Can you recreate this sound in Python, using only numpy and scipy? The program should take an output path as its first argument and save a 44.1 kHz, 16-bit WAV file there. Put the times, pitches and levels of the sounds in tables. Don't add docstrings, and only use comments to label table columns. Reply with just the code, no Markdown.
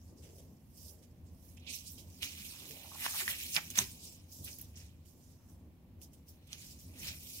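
import sys
import numpy as np
from scipy import signal
from scipy.fft import rfft, irfft, next_fast_len
from scipy.io import wavfile
from scipy.ndimage import uniform_filter1d, map_coordinates

SR = 44100
rng = np.random.default_rng(int(sys.argv[2]) if len(sys.argv) > 2 else 0)


def file_out(sig):
    cols = np.atleast_2d(sig).T
    lim = np.clip(cols, -1, 1)
    pcm = np.round(lim * 32767).astype(np.int16)
    wavfile.write(sys.argv[1], SR, pcm)


def volts_from_db(level):
    exponent = np.asarray(level, float) / 20
    return 10 ** exponent


N = 326340

# (peak time [s], scrape level [dB], rise [s], fall [s], rustle re scrape [dB])
SEEK_STROKES = [(.09, -76.5, 0.48, 0.15, 1), (.174, -75.5, 0.016, 0.21, 4), (.36, -69.5, 0.25, 0.33, -2.5),
                (.776, -65, 0.035, 0.35, -1.5), (.894, -56.5, 0.21, 0.066, -8),
                (1.27, -88.5, 0.036, 0.092, 14), (1.48, -65, 0.23, 0.21, -9),
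                (1.706, -66, 0.038, 0.15, 17.5), (1.748, -48, 0.043, 0.086, -4.5),
                (1.874, -59.5, 0.033, 0.1, 6), (1.916, -53, 0.085, 0.11, -18),
                (2.0, -63, 0.067, 0.048, 1.5)]
# (peak time [s], scrape level [dB], rise [s], fall [s], rustle re scrape [dB])
TURN_STROKES = [(2.226, -50, 0.012, .14, 2), (2.45, -54, 0.44, .7, -2.7), (2.716, -53.5, 0.16, .15, -9.5),
                (2.88, -61.5, 0.18, .3, -2.5), (3.052, -43.5, 0.12, .2, -3.5), (3.16, -54.5, 0.12, .2, -5),
                (3.205, -40, 0.17, .1, -2.5), (3.306, -39, 0.07, .055, -6), (3.4, -54.5, 0.46, .6, 2.5),
                (3.514, -50.5, 0.87, .3, -12.5), (3.56, -40, 0.051, .035, 0), (3.575, -54, .02, 0.07, -6.5),
                (3.712, -51.5, 0.01484, .05, -10.5), (3.782, -35.5, 0.031, .078, -2.5),
                (3.92, -61, 0.21, .1, 2.5)]
# (peak time [s], scrape level [dB], rise [s], fall [s], rustle re scrape [dB])
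SMOOTH_STROKES = [(4.045, -60.5, 0.11, 0.17, 5.5), (4.154, -65, .3, .08, -2.5),
                  (4.327, -57, 0.049, 0.42, -6), (4.457, -51.5, 0.043, 0.18, -3),
                  (4.65, -65.5, 0.47, 0.056, -1.5), (4.775, -63, 0.023, 0.146, 2),
                  (5.085, -68.5, 0.045, .14, -3.5), (5.234, -76, 0.187, 0.57, -0.5),
                  (5.334, -77.5, 0.44, 0.052, 2), (5.505, -70.5, 0.085, 0.11, -4),
                  (6.032, -59.5, 0.0258, 0.0523, -1), (6.14, -72.5, .045, 0.143, -2),
                  (6.29, -60, 0.03, 0.091, -8), (6.533, -61.5, .03, .03, 7.5), (6.614, -61, 0.131, 0.27, 1),
                  (6.729, -63, 0.23, 0.029, 1.5), (6.814, -62, 0.086, 0.17, -2.3),
                  (7.0, -56.5, .04, 0.301, -0.5), (7.075, -52, 0.11, 0.087, 2.5),
                  (7.342, -51.5, 0.41, 0.51, -4.5)]
# (peak time [s], sheet level [dB], rise [s], fall [s], flap re sheet [dB])
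BENDS = [(1.675, -48.5, 0.024, 0.15, -54), (1.74, -54, 0.15, 0.041, -42), (1.994, -69, 0.017, 0.032, -31),
         (2.228, -41.5, .02, 0.098, -14), (2.33, -54.5, 0.14, 1, -16.5), (2.8, -59, 0.85, 0.28, -13),
         (3.06, -42, 0.085, 0.055, -0.5), (3.16, -53.5, 0.1, 0.058, 5), (3.218, -42, 0.138, 0.029, -3.5),
         (3.288, -45.5, 0.053, 0.16, -5), (3.42, -49.5, 0.58, 0.59, -39), (3.566, -34, 0.015, 0.025, -3.5),
         (3.585, -51, .03, 0.017, 15), (3.718, -70.5, .06, .1, -12), (3.788, -36.5, .04, 0.055, -4.5),
         (3.86, -64.5, .05, 0.18, -27), (4.094, -74.5, .3, 0.087, -34), (4.478, -51.5, .027, 0.051, -10),
         (4.77, -64, 0.042, 0.18, -6.5), (6.535, -54, 0.053, 0.044, -7.5), (6.628, -63, 0.31, 0.24, -11),
         (7.088, -46, 0.13, 0.091, -10.5), (7.25, -63, 0.26, 0.43, -44), (7.395, -60, .3, .1, -53)]
# (time [s], left-right [dB])
HAND_PAN = [(0, -1), (.8, -5.5), (1.7, -5), (2.3, -2.5), (2.9, -3.5), (3.1, -0.5), (3.6, -0.5),
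            (4.05, -0.5), (4.8, -2), (5.2, -5), (6.1, -1), (6.8, -1), (7.4, -.1)]
# (frequency [Hz], density [dB per Hz])
SCRAPE_SPECTRUM = [(1900, -43), (4000, -25.5), (7000, -33), (9000, -2.5), (12000, 6), (15500, 4)]
# (frequency [Hz], density [dB per Hz])
RUSTLE_SPECTRUM = [(1900, -42), (2500, -21), (3500, -13), (4300, -5), (5300, -2), (6300, -3), (8500, -6.5),
                   (12000, -20)]
# (frequency [Hz], density [dB per Hz])
SHEET_SPECTRUM = [(1200, -53), (2000, -7.5), (2400, 4), (3200, -2), (4200, 2.5), (6500, -66)]
# (frequency [Hz], density [dB per Hz])
FLAP_SPECTRUM = [(250, -36), (600, -6), (1000, -6.5), (1500, 2), (2000, 4.5), (2600, -12.5), (3500, -49)]

# (time [s], peak level [dB], centre [Hz], t60 [s], left-right [dB])
SLIPS = [
    (4.59, -55, 3000, 0.4, 2.5),
    (1.667, -68, 3450, 0.061, -6),
    (2.7087, -36.5, 4980, 0.02, -8),
    (3.708, -40.5, 4000, 0.072, -4.5),
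    (3.7559, -28, 3500, 0.02, -7),
    (4.4423, -40, 12100, 0.058, -2.5),
    (4.585, -50.5, 6020, 0.029, 1.5),
    (5.0522, -56, 7900, 0.16, -5),
    (6.0157, -44.5, 7880, 0.057, -7),
    (6.986, -50, 6310, 0.072, -13),
]
# (time [s], peak level [dB], centre [Hz], t60 [s], left-right [dB])
GLIDES = [
    (0.38, -49, 6300, .15, -1.5),
    (.218, -51.5, 4300, 0.44, -1.5),
    (1.972, -48.5, 12300, 0.17, -13.5),
    (1.022, -50, 5100, 0.11, -6),
    (6.13, -45, 7800, .06, -4.5),
    (6.274, -55, 4500, 0.048, -2.5),
    (6.47, -43, 6100, 0.046, -1.5),
]
# (time [s], peak level [dB], centre [Hz], t60 [s], left-right [dB])
TICKS = [(1.667, -44, 3900, .2, -8), (4.317, -51, 5900, .7, -3.5), (1.596, -60, 6200, .08, -4),
         (1.5688, -53, 6000, .06, -4), (3.7013, -40, 6700, .02, 2), (3.7015, -36, 11000, .04, 2),
         (4.4423, -41, 13500, .06, -3), (4.5852, -33, 14300, .02, -6), (4.5968, -35, 14600, 0.012, -5.0),
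         (4.6132, -29, 14700, 0.025, -4), (4.6245, -40, 13800, .025, -4), (4.756, -55, 6000, .3, -1),
         (4.7613, -55, 6300, .3, -1), (6.66, -57, 5600, .5, 0), (4.447, -38, 13000, .015, -3),
         (4.512, -46, 7000, .05, -2), (1.976, -56, 3300, .25, -6), (2.1, -57, 5700, .3, -3)]
# (time [s], peak level [dB], pitch [Hz], t60 [s], left-right [dB])
WOBBLES = [(1.5688, -52.5, 2550, 0.091, -6), (2.707, -49, 503, 0.04, -2), (2.843, -52.5, 910, 0.11, -6),
           (3.145, -45.5, 695, 0.065, 0), (3.203, -40.5, 1000, 0.097, 0.5), (3.772, -42, 686, .05, -3),
           (3.785, -35.5, 1010, 0.062, 1.5), (3.135, -39, 1130, 0.085, -3), (2.912, -48, 1060, 0.16, 0),
           (2.945, -47, 1030, 0.14, -4), (3.048, -30, 1708, 0.022, -6), (3.202, -18.5, 1990, 0.011, 8),
           (3.313, -44.5, 3000, 0.043, -10), (3.568, -34.5, 980, .09, 1)]
# (time [s], peak level [dB], centre [Hz], t60 [s], left-right [dB])
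DRAGS = [
    (2.72, -47.5, 660, .8, -4.5),
    (2.47, -50.5, 1110, 0.63, -2.5),
    (3, -47.5, 1100, 0.36, -10),
    (0.092, -49, 360, 0.94, 3.5),
    (.82, -51, 477, 0.83, 0),
    (0.23, -47.5, 483, 0.78, 0),
    (5.38, -56.5, 1100, 0.45, 4),
]

# (time [s], peak level [dB], pitch [Hz], t60 [s], table thump re peak [dB])
SNAPS = [(2.2301, -25, 3000, .003, -11), (3.056, -33, 1600, .006, -20), (3.0636, -20, 1700, .002, -20),
         (3.0637, -24, 1150, .005, -20), (3.082, -36, 1800, .006, -20), (3.2786, -20.5, 1900, .006, -20),
         (3.289, -35, 1900, .008, -20), (3.314, -34, 3000, .005, -20), (3.557, -33, 6500, .004, -20),
         (3.5643, -16, 5000, .004, -21), (3.5646, -21, 3700, .004, -20), (3.5664, -21, 2700, .004, -20),
         (3.7028, -37, 6500, .008, -20), (3.7556, -33, 3500, .003, -15), (3.7865, -31, 1000, .02, -20),
         (3.568, -31, 2350, .03, -12), (3.7755, -25, 2400, .006, -13), (3.7851, -19.5, 6300, .004, -17),
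         (3.7886, -10.5, 6200, .004, -16), (3.789, -24, 3500, .007, -18), (6.5302, -32, 6300, .003, -18),
         (6.5304, -37, 3300, .004, -18), (6.5303, -35, 4700, .003, -18)]
# (frequency [Hz], width [Hz], level [dB])
TABLE_MODES = [(190, 30, 4), (264, 66, -5), (356, 30, -8), (1000, 120, 2)]
# (time [s], peak level [dB], pitch [Hz], t60 [s], left-right [dB])
THUDS = [
    (3.56, -43.5, 170, 0.19, -1),
    (3.22, -45.5, 370, 0.11, -0.5),
    (3.81, -43, 380, .1, -1.5),
    (2.4, -41.5, 200, .07, 0),
    (2.4, -43, 130, .08, 0),
    (3.778, -37, 190, .15, -0.5),
    (3.8, -37.5, 120, .12, 0),
    (3.803, -39.5, 230, .1, -0.5),
    (2.7, -46, 450, .1, 4),
]
# (frequency [Hz], gain [dB])
TABLE_ECHO = [(900, 0), (1500, -2.5), (2300, 0), (3300, 0), (4300, -4), (5200, 0)]

# (frequency [Hz], t60 [s])
WALLS = [(200, 0.32), (2000, 0.29), (12000, 0.05)]
# (time [s], rumble level [dB])
HOUSE_SWELL = [(0, -61.5), (.4, -59), (.99, -62), (1.27, -56.5), (1.57, -59.5), (2.3, -59.5), (2.74, -59.5),
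               (3.11, -59), (3.9, -59.5), (4.1, -59), (4.27, -65), (4.42, -55), (4.82, -60), (5.6, -61),
               (5.91, -60.5), (6.82, -60.5), (7.08, -55.5), (7.4, -61)]
# (frequency [Hz], density [dB per Hz])
RUMBLE_SPECTRUM = [(12, -58), (20, -13), (37, -21), (67, -2), (86, 3), (119, -11.5), (145, -8),
                   (222, -14.5), (250, -12.5), (296, -21), (317, -20), (445, -31), (476, -28), (604, -31.5),
                   (1150, -40.5), (1500, -73), (2530, -120)]
# (frequency [Hz], left-right likeness [0-1])
PORT_LIKENESS = [(25, .85), (60, 0.97), (180, 0.93), (550, 0.72), (1650, .3)]
# (frequency [Hz], density [dB per Hz])
HISS_SPECTRUM = [(700, -30), (1200, -1), (2300, 0), (3200, -3), (5000, -7), (6800, -10), (9000, -11),
                 (11000, -6), (15000, -3)]
# (frequency [Hz], left-right [dB])
PORT_COLOUR = [(1000, 1.5), (2000, 1.5), (3000, -8), (4300, 1), (6000, -3), (9000, -1.5), (15000, -0.5)]

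PORT_LAG_SAMPLES = 7
SHEET_SHARED = 0.75


def unit(x):
    return x / np.sqrt(np.mean(x ** 2) + 1e-20)


def along(points, hz):
    f, value = np.transpose(points)
    return np.interp(np.log(hz + 1), np.log(f + 1), value)


def curve(rows):
    return np.interp(np.arange(N) / SR, *np.transpose(rows))


def wobble(rate_hz):
    knots = rng.standard_normal(int(N * rate_hz / SR) + 4)
    return map_coordinates(knots, [np.arange(N) * rate_hz / SR])


def filtered(x, response):
    n = x.shape[-1]
    m = next_fast_len(n + 4096)
    return irfft(rfft(x, m) * response(np.fft.rfftfreq(m, 1 / SR)), m)[..., :n]


def coloured(x, spectrum):
    return unit(filtered(x, lambda hz: volts_from_db(along(spectrum, hz))))


def sides(pan_db):
    return volts_from_db(np.array([pan_db, -pan_db]) / 2)


def second_port(grain):
    return np.sqrt(1 - SHEET_SHARED ** 2) * grain[1]


def fibres(spread_db, clump_db, patchy_db):
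    z = signal.stft(rng.standard_normal((2, N)), nperseg=256)[2]
    field = uniform_filter1d(rng.standard_normal(z.shape[1:]), size=7, axis=0)
    field = uniform_filter1d(field, size=9, axis=1)
    noise = signal.istft(z * volts_from_db(patchy_db * unit(field)), nperseg=256)[1][:, :N]
    grains = volts_from_db(spread_db * wobble(900) + clump_db * (wobble(90) + wobble(22)))
    return noise * grains / np.sqrt(uniform_filter1d(grains ** 2, size=SR // 10))


def strokes(rows):
    time_s = np.arange(0, N / SR, 0.002)
    peak_s, db, rise_s, fall_s, second_db = np.transpose(rows)[:, :, None]
    span_db = 20
    distance = np.abs((time_s - peak_s) / np.where(time_s < peak_s, rise_s, fall_s))
    shape = volts_from_db(db - span_db * distance)
    gains = [np.linalg.norm(shape * g, axis=0) for g in (1, volts_from_db(second_db))]
    return [np.interp(np.arange(N) / SR, time_s, gain) for gain in gains]


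def rubbing():
    scrape, rustle = strokes(SEEK_STROKES + TURN_STROKES + SMOOTH_STROKES)
    sheet, flap = strokes(BENDS)
    grain = fibres(spread_db=1.5, clump_db=0.6, patchy_db=2.4)
    high = volts_from_db(3) * scrape * coloured(grain, SCRAPE_SPECTRUM)
    high = high + volts_from_db(5) * rustle * coloured(grain, RUSTLE_SPECTRUM)
    delayed = np.roll(grain[0], PORT_LAG_SAMPLES)
    wide = np.array([grain[0], SHEET_SHARED * delayed + second_port(grain)])
    low = sheet * coloured(wide, SHEET_SPECTRUM) + flap * coloured(wide, FLAP_SPECTRUM)
    return (high + volts_from_db(-0.5) * low) * sides(curve(HAND_PAN))


def puffs(rows, grain, narrow_db, rise_s):
    out, t = np.zeros((2, N + SR)), np.arange(2 * SR // 5) / SR
    for s, db, hz, t60, pan_db in rows:
        at = round(s * SR)
        shape = volts_from_db(-60 * t / t60) * (1 - np.exp(-t / rise_s))
        band = lambda f: volts_from_db(-narrow_db * np.log2((f + 1) / hz) ** 2)
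        puff = unit(shape * filtered(grain[:, at:at + len(t)], band))
        level = volts_from_db(db - 6) * np.sqrt(np.mean(shape ** 2))
        out[:, at:at + len(t)] += level * puff * sides(pan_db)[:, None]
    return out[:, :N]


def slips():
    grain = fibres(spread_db=3, clump_db=1.5, patchy_db=1.5)
    near = np.array([grain[0], SHEET_SHARED * grain[0] + second_port(grain)])
    bright = puffs(SLIPS, grain, narrow_db=3, rise_s=0.00043)
    bright += puffs(TICKS, grain, narrow_db=30, rise_s=0.0005)
    bright += puffs(GLIDES, grain, narrow_db=3, rise_s=0.008)
    dull = puffs(WOBBLES, near, narrow_db=29.5, rise_s=0.0032)
    dull += puffs(DRAGS, near, narrow_db=22, rise_s=0.12)
    return bright + dull


def table_response(f):
    cushion = 1 / (1 + 1j * f / 520) ** 2
    modes = 0
    for k, (centre, width, db) in enumerate(TABLE_MODES):
        drive = 1j * f * width
        modes = modes + (-1) ** k * volts_from_db(db) * drive / (centre * centre - f * f + drive)
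    return cushion * modes


def snaps():
    out, blows, t = np.zeros((2, N + SR)), np.zeros(N), np.arange(SR // 20) / SR
    crack_band = lambda f: volts_from_db(-5 * np.log2((f + 1) / 3300) ** 2)
    for s, db, hz, t60, thump_db in SNAPS:
        pan_db = -3.3 * np.log2(hz / 1400)
        swell = t / t60 * volts_from_db(-60 * t / t60)
        jitter = 0.4 * np.cumsum(rng.standard_normal((2, len(t))), axis=1) * np.sqrt(hz / SR)
        cycles = np.sin(2 * np.pi * hz * t + jitter)
        crack = unit(filtered(rng.standard_normal((2, len(t))), crack_band))
        burst = (cycles + volts_from_db(-12) * crack) * swell / swell.max()
        burst = burst * volts_from_db(db - 2.5) * sides(pan_db)[:, None]
        at = round(s * SR)
        left_at = at - PORT_LAG_SAMPLES
        out[0, left_at:left_at + len(t)] += burst[0]
        out[1, at:at + len(t)] += burst[1]
        blows[at] = volts_from_db(db + thump_db + 25)
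    return out[:, :N] + filtered(blows, table_response)


def thuds():
    out, t = np.zeros((2, N + SR)), np.arange(SR // 5) / SR
    rise_s = 0.0066
    for s, db, hz, t60, pan_db in THUDS:
        at = round(s * SR)
        swing = volts_from_db(db - 60 * t / t60) * (1 - np.exp(-t / rise_s)) * np.sin(2 * np.pi * hz * t)
        out[:, at:at + len(t)] += swing * sides(pan_db)[:, None]
    return out[:, :N]


def walls(x):
    hz, t, z = signal.stft(rng.standard_normal((2, SR // 2)), SR, nperseg=256)
    decay = volts_from_db(-60 * t / along(WALLS, hz)[:, None])
    tail = signal.istft(z * decay, SR, nperseg=256)[1]
    tail = tail / np.linalg.norm(tail[0])
    delayed = np.pad(x, ((0, 0), (120, 0)))
    return signal.fftconvolve(delayed, tail, axes=1)[:, :N]


def room_tone():
    rumble_db = curve(HOUSE_SWELL)
    murmur_db = -71 + 0.75 * (rumble_db - rumble_db.mean())

    def mid_side(hz):
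        angle = np.arccos(np.clip(along(PORT_LIKENESS, hz), -1, 1)) / 2
        return volts_from_db(along(RUMBLE_SPECTRUM, hz)) * [np.cos(angle), np.sin(angle)]

    mid, side = filtered(rng.standard_normal((2, N)), mid_side)
    pair = np.array([mid + side, mid - side])
    low = filtered(pair, lambda hz: 1 / (1 + (hz / 220) ** 4))
    gain = 1 / np.std(low)
    rumble = volts_from_db(rumble_db + 2.5 + 1.5 * wobble(5) + 1.5 * wobble(17)) * low * gain
    murmur = volts_from_db(murmur_db + 19 + 1.2 * wobble(6) + 1.2 * wobble(17)) * (pair - low) * gain
    hiss = volts_from_db(-78 + 3.5) * coloured(rng.standard_normal((2, N)), HISS_SPECTRUM)
    return rumble + murmur + hiss


def scene():
    knocks = snaps()
    paper = filtered(rubbing() + slips() + thuds(), lambda hz: volts_from_db(along(TABLE_ECHO, hz)))
    reverb = walls(volts_from_db(-17) * paper + volts_from_db(-16) * knocks)
    return paper + knocks + reverb + room_tone()


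def roll_off(x):
    return signal.sosfilt(signal.butter(12, 15850, fs=SR, output="sos"), x)


def record(dry):
    top_hz = 15800
    response = lambda hz: sides(along(PORT_COLOUR, hz) * (hz > 600)) * (hz < top_hz)
    ports = filtered(dry, response)
    return roll_off(ports)


dry = scene()
out = record(dry)
file_out(out)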